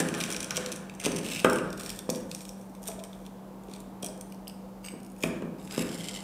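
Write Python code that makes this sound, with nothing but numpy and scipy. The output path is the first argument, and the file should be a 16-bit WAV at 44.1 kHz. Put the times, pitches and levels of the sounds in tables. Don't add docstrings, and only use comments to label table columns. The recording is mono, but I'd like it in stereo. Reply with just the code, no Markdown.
import sys
import numpy as np
from scipy import signal
from scipy.fft import rfft, irfft
from scipy.io import wavfile

SR = 44100
rng = np.random.default_rng(int(sys.argv[2]) if len(sys.argv) > 2 else 0)


def digitize_waveform(pressure):
    field = np.atleast_2d(pressure).T
    bounded = np.clip(field, -1, 1)
    quanta = np.round(bounded * 32767).astype(np.int16)
    wavfile.write(sys.argv[1], SR, quanta)


def decibels_to_gain(level_db):
    exponent = np.asarray(level_db, float) / 20
    return 10 ** exponent


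N = 275130

# start in seconds, peak level in dB, share of big flakes in dB.
FIRST_ROLL = [(0.0014, -12, -7), (0.0863, -18.5, -4.5), (0.14, -25, 1), (0.1476, -23.5, -0.5),
              (0.2024, -19, -3), (0.208, -27.5, 9), (0.212, -26, 4), (0.237, -15.5, -4.5), (0.261, -27, -5),
              (0.3027, -18, -14), (0.3144, -19, -17), (0.3245, -16.5, -15), (0.333, -20, -12),
              (0.3453, -30.5, 9), (0.3635, -17, -6.5), (0.404, -14.5, -10), (0.428, -18.5, -11.5),
              (0.4433, -18.5, -12), (0.4943, -33, -6), (0.5066, -19, 4), (0.5592, -19, -3),
              (0.5677, -9.5, -14), (0.5729, -15.5, -4), (0.6608, -19, -5), (0.718, -17.5, -7),
              (0.7236, -20.5, -16), (0.7604, -22, -21)]
SECOND_ROLL = [(0.896, -39, 5), (0.939, -41, -4), (0.9496, -37, -9), (0.9989, -24.5, -5), (1.013, -32, 1),
               (1.038, -29, -4), (1.0444, -23, -2), (1.0501, -18, 1.5), (1.0582, -16, -1), (1.063, -21, -5),
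               (1.118, -25, -6), (1.1619, -21.5, -9), (1.185, -26, 0), (1.245, -29, -3), (1.2555, -36, -11),
               (1.262, -30.5, 4), (1.2995, -39, -8), (1.311, -30, -2), (1.316, -25, 0), (1.3337, -26, 1.5),
               (1.347, -27, -4), (1.3604, -24, 0), (1.393, -30, 4.5), (1.4447, -17.5, -19),
               (1.457, -27, -2), (1.498, -19.5, -2), (1.531, -19, -14), (1.558, -21.5, -8),
               (1.585, -26.5, 2)]
THIRD_ROLL = [(1.703, -31, -9), (1.728, -27, -3), (1.775, -32.5, -2), (1.797, -30, -1.5), (1.809, -29, -4),
              (1.8332, -25, -7), (1.8606, -23, -12), (1.8928, -22.5, -6), (1.9015, -19.5, -5),
              (1.9607, -33, -15), (1.9896, -21.5, -10.5), (2.092, -30, 1.5), (2.1, -12.5, -13.5),
              (2.148, -29, 1), (2.1577, -25, -14), (2.3137, -24.5, -2.5), (2.334, -44, -20),
              (2.3477, -20, -13), (2.391, -43, -13), (2.4063, -30, -5), (2.415, -34, -13),
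              (2.4518, -30, -6), (2.491, -27, -15)]
ROCKING = [(2.612, -46, -2), (2.7495, -36, -4.5), (2.82, -43, -25), (2.829, -32.5, -20), (2.838, -33, -15),
           (2.8576, -39, -13), (2.872, -27, -18), (2.877, -22, -24), (2.8825, -19, -12), (2.899, -33, -7),
           (2.902, -33.5, -13), (2.992, -36, -2), (2.998, -41.5, 4.5), (3.0373, -27.5, -13),
           (3.0484, -37, -12), (3.13, -47, 10), (3.15, -47, -2), (3.251, -49, 3), (3.2633, -35.5, 2.5),
           (3.697, -43, -3), (3.7358, -31.5, -3.5), (3.8026, -31, -14)]
SAWING = [(4.025, -26, -14), (4.0289, -23, -6.5), (4.0447, -20, -11), (4.0614, -23, -20),
          (4.0664, -25, -14), (4.0866, -39, -19), (4.176, -38, -25), (4.2102, -25.5, -11.5),
          (4.273, -50, -20), (4.3002, -48, -17), (4.3221, -36.5, -4.5), (4.345, -45, -12),
          (4.4716, -45.5, 12.5), (4.4786, -30.5, -28), (4.496, -39, 2), (4.844, -37, 0), (4.8604, -31, -10),
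          (4.8837, -39.5, 14.5), (5.001, -44, -17), (5.031, -42, -18), (5.047, -41, -17), (5.063, -40, -10),
          (5.1, -43, -15), (5.118, -45, -20), (5.163, -43, -10), (5.1851, -43, -25), (5.2055, -39, -10),
          (5.2257, -28, -3), (5.235, -19.5, 0.5), (5.2424, -37, -17), (5.253, -34, -20), (5.31, -49, -25),
          (5.42, -43.5, -8)]
LAST_ROLL = [(5.585, -46, -8), (5.5967, -47, -2), (5.6143, -43, -2), (5.6746, -32.5, -7), (5.709, -26, -7),
             (5.723, -36, -10), (5.739, -41, -15), (5.7473, -35, -9), (5.761, -28, -12),
             (5.7774, -21.5, -3), (5.7915, -19, -7.5), (5.8431, -43, -26), (5.869, -32, -10),
             (5.89, -30, -11), (5.915, -37, -9), (5.925, -39, -10), (5.9438, -27, -16), (5.9763, -31, -17),
             (6.008, -30, -2), (6.0415, -28.5, -10), (6.0544, -31, -8), (6.0845, -24, -7),
             (6.0915, -25.5, -6), (6.111, -32, -6), (6.133, -33, -3), (6.141, -31, -6), (6.149, -32, -9),
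             (6.1605, -25, -6), (6.172, -29.5, -2), (6.204, -33, -12)]
# start in seconds, peak level in dB, share of
# big flakes in dB.
STRAY_CRUMBS = [(1.2323, -36, -2), (2.915, -40, 6), (3.635, -43, -8), (3.684, -47, 0), (3.713, -40, -2),
                (3.75, -43, -3), (3.762, -38, -4), (4.052, -36, -1), (5.701, -43, -9)]
CRUMBS_DB = [-25, -13, -17, -15, -13.5, -22, -18]
CRUMBS_PER_FLAKE = -0.35

# start in seconds, hold in seconds, crunch level in dB,
# share of big flakes in dB, level of the plate rubbing in dB.
PUSHES = [(0.0, 0.0049, -33, 4, -35.5), (0.175, 0.069, -42.5, 4, -42.5), (0.296, 0.14, -45.5, 7, -52.5),
          (0.517, 0.24, -53, 13, -48), (1.041, 0.011, -39.5, 3, -39.5), (1.09, 0.08, -44, 8, -89),
          (1.26, 0.15, -39, 6.5, -49.5), (1.495, 0.074, -46, -6, -43.5), (1.795, 0.15, -46, 0.5, -53),
          (2.108, 0.055, -45.5, -8, -52.5), (2.312, 0.18, -49.5, -5, -66.5), (2.603, 0.14, -59.5, -15, -78),
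          (2.853, 0.028, -47, 1.5, -54), (3.055, 0.22, -61, -2, -67), (3.697, 0.069, -57, 4, -62),
          (4.05, 0.02, -66, 13, -55.5), (4.858, 0.033, -54, -1, -56), (5.224, 0.024, -43, -4, -48.5),
          (5.277, 0.043, -73, -4, -62), (5.606, 0.063, -51, -8, -68), (5.722, 0.12, -38.5, 1.5, -47),
          (5.92, 0.14, -44.5, 5, -60.5), (6.126, 0.061, -47, 5.5, -57.5)]
BITE_DB_PER_S, CRUNCH_FALL_DB_PER_S, RUB_FALL_DB_PER_S = 441, 197, 65

# pitch in Hz, width in Hz, level in dB.
CRUST_FAR = [(2400, 300, 1), (3240, 270, -2), (3890, 710, -8.5), (5670, 450, -1.5), (6200, 340, -3),
             (7600, 740, -5), (8720, 530, -4), (9400, 700, 5), (12100, 1400, -21), (13600, 2800, -11)]
CRUST_CORNER = [(2380, 450, 1.5), (2700, 660, -2), (3130, 320, -5), (5700, 720, 0.5), (6270, 320, 1),
                (7540, 250, 0), (8800, 430, 3), (9700, 530, -2), (12000, 1400, -22), (13600, 2700, -15)]
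CRUST_SCORED = [(2330, 160, 0), (2700, 470, -0.5), (3730, 330, -6), (5370, 180, 2), (6300, 400, -4.5),
                (7600, 450, -2.5), (8100, 400, -1), (9150, 790, -1), (10300, 600, -17), (13400, 3600, -12)]
CRUST_NEAR = [(2430, 190, 1), (3530, 430, -1.5), (4400, 1200, -5.5), (5590, 330, 1.5), (7000, 730, -4.5),
              (7440, 500, -11), (8270, 630, -2.5), (8600, 1750, 0), (11900, 540, -4.5), (14000, 2500, -10)]
CRUST_ROCKED = [(2410, 270, 0), (3100, 250, -18), (3450, 470, -0.5), (5630, 310, -1.5), (6250, 510, -3),
                (7140, 600, -7), (8340, 400, -1), (8900, 790, -0.5), (11000, 950, -6.5), (12500, 1700, -7)]
CRUST_MIDDLE = [(2430, 130, 4.5), (3250, 120, 4.5), (4200, 910, -9), (5850, 610, -2), (6300, 260, -14),
                (7160, 1400, -13), (8560, 600, 1), (9700, 580, -1.5), (12000, 1300, -16),
                (13500, 4100, -14)]
CRUST_HARD = [(2320, 330, 2), (2960, 400, -1), (4200, 310, -13), (4820, 540, 4), (6000, 310, 0.5),
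              (7450, 600, -18), (8100, 320, 4), (9100, 690, 1.5), (12600, 460, 1), (13500, 2100, -7)]
CRUST_BROKEN = [(2490, 270, 6.5), (3360, 180, 2), (4400, 500, -15), (5300, 480, -1), (6760, 260, 1.5),
                (7600, 710, -12), (8360, 590, -0.5), (9560, 600, 0.5), (12400, 500, -4), (14000, 1800, -9)]
CRUST_SPLIT = [(2680, 300, 1), (3740, 190, 1), (2170, 520, -1), (5020, 220, -0.5), (6600, 400, -7),
               (7600, 280, 1), (8650, 580, -5.5), (9900, 680, -4.5), (12100, 800, -5.5), (14400, 1800, -20)]
CRUST_EDGE = [(2090, 200, 1), (3100, 410, 2.5), (3730, 570, -22), (4350, 340, -2), (5230, 390, 3),
              (6360, 500, -11), (7530, 400, 3), (8900, 1100, 1), (12300, 1000, -7), (14400, 1800, -24)]
PLACES_FROM_S = [0, .85, 1.22, 1.65, 2.56, 3.95, 4.28, 4.95, 5.55, 5.88]

# start in seconds, peak level in dB, pitch in Hz.
FLAKES = [(.087, -34, 5700), (.325, -20, 6000), (.3645, -27, 5700), (.5082, -17, 5700), (.5748, -27, 5840),
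          (1.3605, -30, 2700), (1.446, -16, 3060), (2.878, -32, 3670), (3.039, -39, 3100),
          (3.738, -36, 4380), (4.0455, -34, 8600), (4.087, -35, 5000), (4.48, -41, 8100),
          (4.498, -38, 4900), (5.749, -36, 5000), (6.087, -28, 3030), (6.162, -29, 2970)]

# start in seconds, table thud in dB, brightness in dB, plate clack in dB.
KNOCKS = [(0.001, -19, -16, -15), (0.508, -32, 4, -26), (0.575, -29.5, 16.5, -23.5),
          (0.599, -30.5, 10, -39), (1.047, -27, 2, -29), (1.062, -18.5, 0, -35), (1.136, -26, -32.5, -61),
          (1.4445, -5, 3, 0.5), (1.453, -43, 6, -35), (2.089, -17, 2, -39), (2.884, -41, 24, -37),
          (2.985, -48, 25, -58), (3.686, -35.5, 1, -54), (4.03, -26.5, -2, -64), (4.936, -34, -21, -62),
          (5.2366, -16, -13.5, -23.5), (5.421, -26.5, -25.5, -31), (5.453, -32, 11, -68),
          (5.525, -39, -19, -76), (5.777, -18, -12.5, -29)]
# start in seconds, table thud in dB, brightness in dB, plate clack in dB.
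BOUNCES = [(.008, -25, 9, -45), (.025, -27, 5, -50), (0.046, -37, 3, -41), (0.087, -29, -6, -45),
           (1.069, -21.5, 4, -49), (1.178, -28, -7, -57), (1.21, -33.5, 1, -51), (1.265, -34, 2, -55),
           (1.321, -36, 3, -53), (1.453, -34, 2, -35), (1.46, -24, -7, -21), (1.468, -27, 1, -26),
           (1.483, -30, -8, -34), (1.489, -32, 14, -37), (1.521, -27, -3, -18), (1.59, -34, -5, -31),
           (2.891, -40, 28, -46), (2.991, -52, 1, -57), (5.291, -46, -15, -50), (5.35, -41, -8, -52),
           (5.474, -39, -4, -57)]
# pitch
# in Hz, width in Hz, level in dB.
THUD_MODES = [(59.5, 27, -12), (109.6, 7.5, -3), (146, 4.7, -41), (171.4, 5.6, 7.5), (234.4, 77, 1.5),
              (323, 48, -4), (399, 83, -3), (508.4, 68, 1), (639, 41, -5)]
# pitch in Hz, width in Hz, level in dB.
PLATE = [(739, 86, 2), (887, 86, 1), (1086, 65, 0), (1256, 83, -0.5), (1375, 120, -2.5), (1520, 180, -3.5),
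         (1677, 140, -1.5), (2236, 93, -7), (2765, 350, -8)]
# start in seconds, peak level in dB, pitch in Hz.
PLATE_NOTES = [(2.886, -34.5, 431), (2.888, -27.5, 646), (2.94, -38, 660), (2.985, -33, 630), (3.04, -43, 666),
               (3.065, -44, 630), (3.686, -37, 412), (4.04, -30, 672), (4.09, -30, 635), (5.243, -24.5, 658),
               (5.29, -42, 667), (5.335, -31.5, 660), (.004, -17, 1696), (0.039, -29, 1770), (.512, -26, 1500),
               (1.449, -13.5, 863), (1.47, -15.5, 1350), (5.24, -28, 1820), (5.3, -32, 1760)]

# start in seconds, peak level in dB.
TICKS = [(3.038, -54), (4.835, -62), (4.843, -56), (4.849, -46), (4.863, -47.5), (4.872, -50), (4.886, -51),
         (4.9047, -58), (4.918, -54)]
# pitch in Hz, level in dB, time to fall by 60 dB in seconds.
WHEEL = [(2270, -6, 0.027), (2810, 3.5, .012), (4790, -1, 0.028), (4900, -22, 0.04), (6530, -4, 0.02),
         (8200, 0, 0.046), (8100, -13, 0.067), (12500, -17, .03), (13800, -6, .02)]

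# pitch in Hz, time to fall by 60 dB in seconds, level in dB.
ROOM = [(100, 1.6, 3), (226, 0.94, 4.5), (624, 0.84, -0.5), (1670, 0.81, 1), (2100, 0.65, -5.5),
        (4950, 0.47, -8), (8900, 0.46, -6), (15000, 0.26, -13)]
# pitch in Hz, level in dB per Hz.
AIR = [(33, -34), (41, 7), (62, -10), (82, -11), (110, 1.5), (170, 1.5), (250, 0), (500, -0.5), (900, -2.5),
       (1300, -12.5), (1800, -21), (3000, -26.5), (8000, -38.5), (16000, -53)]
# pitch in Hz, rms level in dB, flutter in dB.
HUM = [(45, -62.5, -5.5), (192, -45, 1.5), (249.2, -64.5, 6.5), (311, -62.5, 4), (506, -65.5, 8)]


def rms_one(x):
    return x / np.sqrt(np.mean(x ** 2) + 1e-20)


def drift(rate):
    r = np.exp(-80 * np.pi * rate / SR)
    noise = rng.standard_normal(N // 40 + 2002)
    slow = signal.lfilter([1], [1, -2 * r, r * r], noise)[2000:]
    return np.interp(np.arange(N) / 40, np.arange(len(slow)), rms_one(slow))


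def train(times, gains):
    out = np.zeros(N)
    at = np.minimum((np.asarray(times) * SR).astype(int), N - 1)
    np.add.at(out, at, gains)
    return out


def soften(x, fall_s):
    return signal.lfilter([1], [1, -np.exp(-1 / (fall_s * SR))], x)


def puffs(clicks, rise_s, fall_s):
    return soften(clicks, fall_s) - soften(clicks, np.minimum(rise_s, 0.8 * fall_s))


def resonate(x, hz, width_hz):
    r = np.exp(-np.pi * width_hz / SR)
    feed = [(1 - r * r) / 2, 0, (r * r - 1) / 2]
    back = [1, -2 * r * np.cos(2 * np.pi * hz / SR), r * r]
    return signal.lfilter(feed, back, x + 1e-18)


def ring(clicks, hz, t60):
    r = decibels_to_gain(-60 / (t60 * SR))
    w = 2 * np.pi * hz / SR
    return signal.lfilter([0, np.sin(w)], [1, -2 * r * np.cos(w), r * r], clicks + 1e-18)


def shaped(x, hz, level_db):
    bins = np.maximum(np.arange(len(x) // 2 + 1) * SR / len(x), 1)
    return irfft(rfft(x) * decibels_to_gain(np.interp(np.log(bins), np.log(hz), level_db)), len(x))


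def pushes():
    s, hold_s, crunch_db, low_db, rub_db = np.transpose(PUSHES)[:, :, None]
    t = np.arange(0, N, 32) / SR
    before = np.maximum(s - t, 0)
    after = np.maximum(t - s - hold_s, 0)
    crunch = decibels_to_gain(crunch_db - BITE_DB_PER_S * before - CRUNCH_FALL_DB_PER_S * after) + 1e-9
    rub = decibels_to_gain(rub_db - BITE_DB_PER_S * before - RUB_FALL_DB_PER_S * after) + 1e-9
    total = crunch.sum(0)
    low_share_db = (crunch * low_db).sum(0) / total
    controls = 20 * np.log10(total), low_share_db, 20 * np.log10(rub.sum(0))
    return [np.interp(np.arange(N) / SR, t, c) for c in controls]


def snaps():
    passes = FIRST_ROLL, SECOND_ROLL, THIRD_ROLL, ROCKING, SAWING, LAST_ROLL, STRAY_CRUMBS
    rows = []
    for snaps_in_pass, crumbs_db in zip(passes, CRUMBS_DB):
        for s, peak_db, low_db in snaps_in_pass:
            rows.append((s, peak_db, low_db, crumbs_db + CRUMBS_PER_FLAKE * low_db))
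    return np.transpose(rows)


def crust(crunch_db, low_share_db):
    s, peak_db, low_db, high_db = snaps()
    scatter_db = 1.93 * rng.standard_normal((len(s), 10))
    tearing = rng.standard_normal(N)
    sizes = decibels_to_gain(1.9 * np.minimum(rng.exponential(1, N), 5))
    born = rng.random(N) < 1300 * decibels_to_gain(3.5 * drift(40)) / SR
    fractures = rms_one(soften(sizes * born, fall_s=0.00049))

    def breaking(share_db, crunch_share_db, order=0):
        gains = decibels_to_gain(peak_db + share_db + 12.5)
        crack = (-1) ** order * decibels_to_gain(2.0) * train(s + 0.001094, gains)
        snap = puffs(train(s + 0.00026, gains), rise_s=0.0006, fall_s=0.00088)
        early = train(np.maximum(s - 0.003, 0), gains)
        fray = decibels_to_gain(-12.5) * puffs(early, rise_s=0.0034, fall_s=0.0049)
        fine = fractures * decibels_to_gain(crunch_db + 2.0 + crunch_share_db)
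        return crack + np.roll(tearing, 997 * order) * (snap + fray + fine)

    broad = signal.butter(2, [1900, 10500], "band", fs=SR, output="sos")
    out = decibels_to_gain(-11.0) * signal.sosfilt(broad, breaking(0.5 * low_db, 0.5 * low_share_db))
    places = (CRUST_FAR, CRUST_CORNER, CRUST_SCORED, CRUST_NEAR, CRUST_ROCKED,
              CRUST_MIDDLE, CRUST_HARD, CRUST_BROKEN, CRUST_SPLIT, CRUST_EDGE)
    starts = [int(t * SR) for t in PLACES_FROM_S] + [N]
    for k in range(10):
        if k < 3:
            share_db = low_db + 5.5
        elif k > 6:
            share_db = high_db + 8.5
        else:
            share_db = 0 * s
        crunch_share_db = low_share_db * (k < 3) + 0.52 * drift(15.0)
        source = breaking(share_db + scatter_db[:, k], crunch_share_db, order=k + 1)
        for modes, start, end in zip(places, starts, starts[1:]):
            hz, width_hz, level_db = modes[k]
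            out[start:end] += decibels_to_gain(level_db) * resonate(source[start:end], hz, width_hz)
    thin = signal.butter(3, 1900, "high", fs=SR, output="sos")
    return signal.sosfilt(thin, out)


def flakes():
    out = np.zeros(N)
    for s, peak_db, hz in FLAKES:
        out += ring(train([s], decibels_to_gain(peak_db)), hz, 49 / hz)
    return out


def knocks(rumble_db):
    s, thud_db, bright_db, clack_db = np.transpose(KNOCKS + BOUNCES)
    grumble = decibels_to_gain(rumble_db + 3.1 * drift(22.0)) * rng.standard_normal(N)
    scatter_db = 2.5 * rng.standard_normal((len(s), 18))
    s = s + 0.00168
    back = s + 0.001356
    thud, clack, chatter = np.zeros(N), np.zeros(N), rng.standard_normal(N)
    for k, (hz, width_hz, level_db) in enumerate(THUD_MODES):
        tilt_db = bright_db * ((hz / 520) ** 2 - 0.5)
        gains = decibels_to_gain(thud_db + tilt_db + scatter_db[:, k] + 34)
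        push = -0.35 * train(s, gains) + 0.75 * train(back, gains) + decibels_to_gain(12.5) * grumble
        thud += decibels_to_gain(level_db) * resonate(push, hz, width_hz)
    for k, (hz, width_hz, level_db) in enumerate(PLATE):
        hit_db = clack_db + scatter_db[:, 9 + k]
        click = (-1) ** k * decibels_to_gain(7.5) * train(s, decibels_to_gain(hit_db + 15.5))
        burst = puffs(train(s, decibels_to_gain(hit_db + 19.0)), rise_s=0.0016, fall_s=0.003)
        rattle = click + decibels_to_gain(-10.0) * np.roll(chatter, 997 * k) * burst
        clack += decibels_to_gain(level_db) * resonate(rattle + decibels_to_gain(6.0) * grumble, hz, width_hz)
    soft = signal.butter(3, 900, fs=SR, output="sos")
    firm = signal.butter(2, 45, "high", fs=SR, output="sos")
    return signal.sosfilt(np.vstack([soft, firm]), thud) + clack


def hollow():
    out = np.zeros(N)
    for s, peak_db, hz in PLATE_NOTES:
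        touch = soften(train([s], decibels_to_gain(peak_db - 23.0)), fall_s=0.00013)
        for pair in (0.985, 1.025):
            out += ring(touch, hz * pair, t60=0.06)
    return out


def wheel():
    s, peak_db = np.transpose(TICKS)
    scatter_db = 3 * rng.standard_normal((len(s), len(WHEEL)))
    out = np.zeros(N)
    for k, (hz, level_db, t60) in enumerate(WHEEL):
        out += ring(train(s, decibels_to_gain(peak_db + level_db + scatter_db[:, k] + 6.0)), hz, t60)
    return out


def kitchen(x):
    hz, t60, level_db = np.transpose(ROOM)
    t = np.arange(2 * SR) / SR
    edges = 40 * 2 ** np.arange(0, 9, 0.5)
    white = rng.standard_normal((2, len(t)))
    echoes = np.zeros(len(t))
    for k, (low, high) in enumerate(zip(edges, edges[1:])):
        half_octave = signal.butter(2, [low, high], "band", fs=SR, output="sos")
        band = signal.sosfilt(half_octave, white[k % 2])
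        at = np.log(low * high) / 2
        fall = decibels_to_gain(-60 * t / np.interp(at, np.log(hz), t60))
        level = decibels_to_gain(np.interp(at, np.log(hz), level_db))
        echoes += band * fall / np.sqrt(np.sum(fall ** 2)) * level
    opening = np.clip((t - 0.006) / 0.0018, 0, 1)
    return signal.fftconvolve(x, echoes * opening)[:N]


def background():
    hz, level_db = np.transpose(AIR)
    swell_db = drift(0.6)
    air = decibels_to_gain(-48 + swell_db) * rms_one(shaped(rng.standard_normal(N), hz, level_db))
    t = np.arange(N) / SR
    for tone_hz, tone_db, flutter_db in HUM:
        wander = np.cumsum(1.04 * drift(9.1)) / SR
        level = np.sqrt(2) * decibels_to_gain(tone_db + flutter_db * drift(18.0))
        air += level * np.sin(2 * np.pi * (tone_hz * t + wander))
    return air


def scene():
    crunch_db, low_share_db, rub_db = pushes()
    near = crust(crunch_db, low_share_db) + flakes() + knocks(rub_db) + hollow() + wheel()
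    return np.tile(near + kitchen(near) + background(), (2, 1))


def low_pass(x):
    return signal.sosfilt(signal.butter(12, 16510, fs=SR, output="sos"), x)


def record(dry):
    hiss = decibels_to_gain(-61.0) * rng.standard_normal((2, N))
    flicker = decibels_to_gain(-78.0) * rms_one(resonate(rng.standard_normal((2, N)), 49, 27))
    rounded = 1.068 * np.tanh(dry / 1.241)
    top = signal.cheby2(12, 30, 15850, fs=SR, output="sos")
    bottom = signal.butter(4, 36, "high", fs=SR, output="sos")
    mix = signal.sosfilt(np.vstack([top, bottom]), rounded + hiss + flicker)
    return low_pass(mix)


dry = scene()
out = record(dry)
digitize_waveform(out)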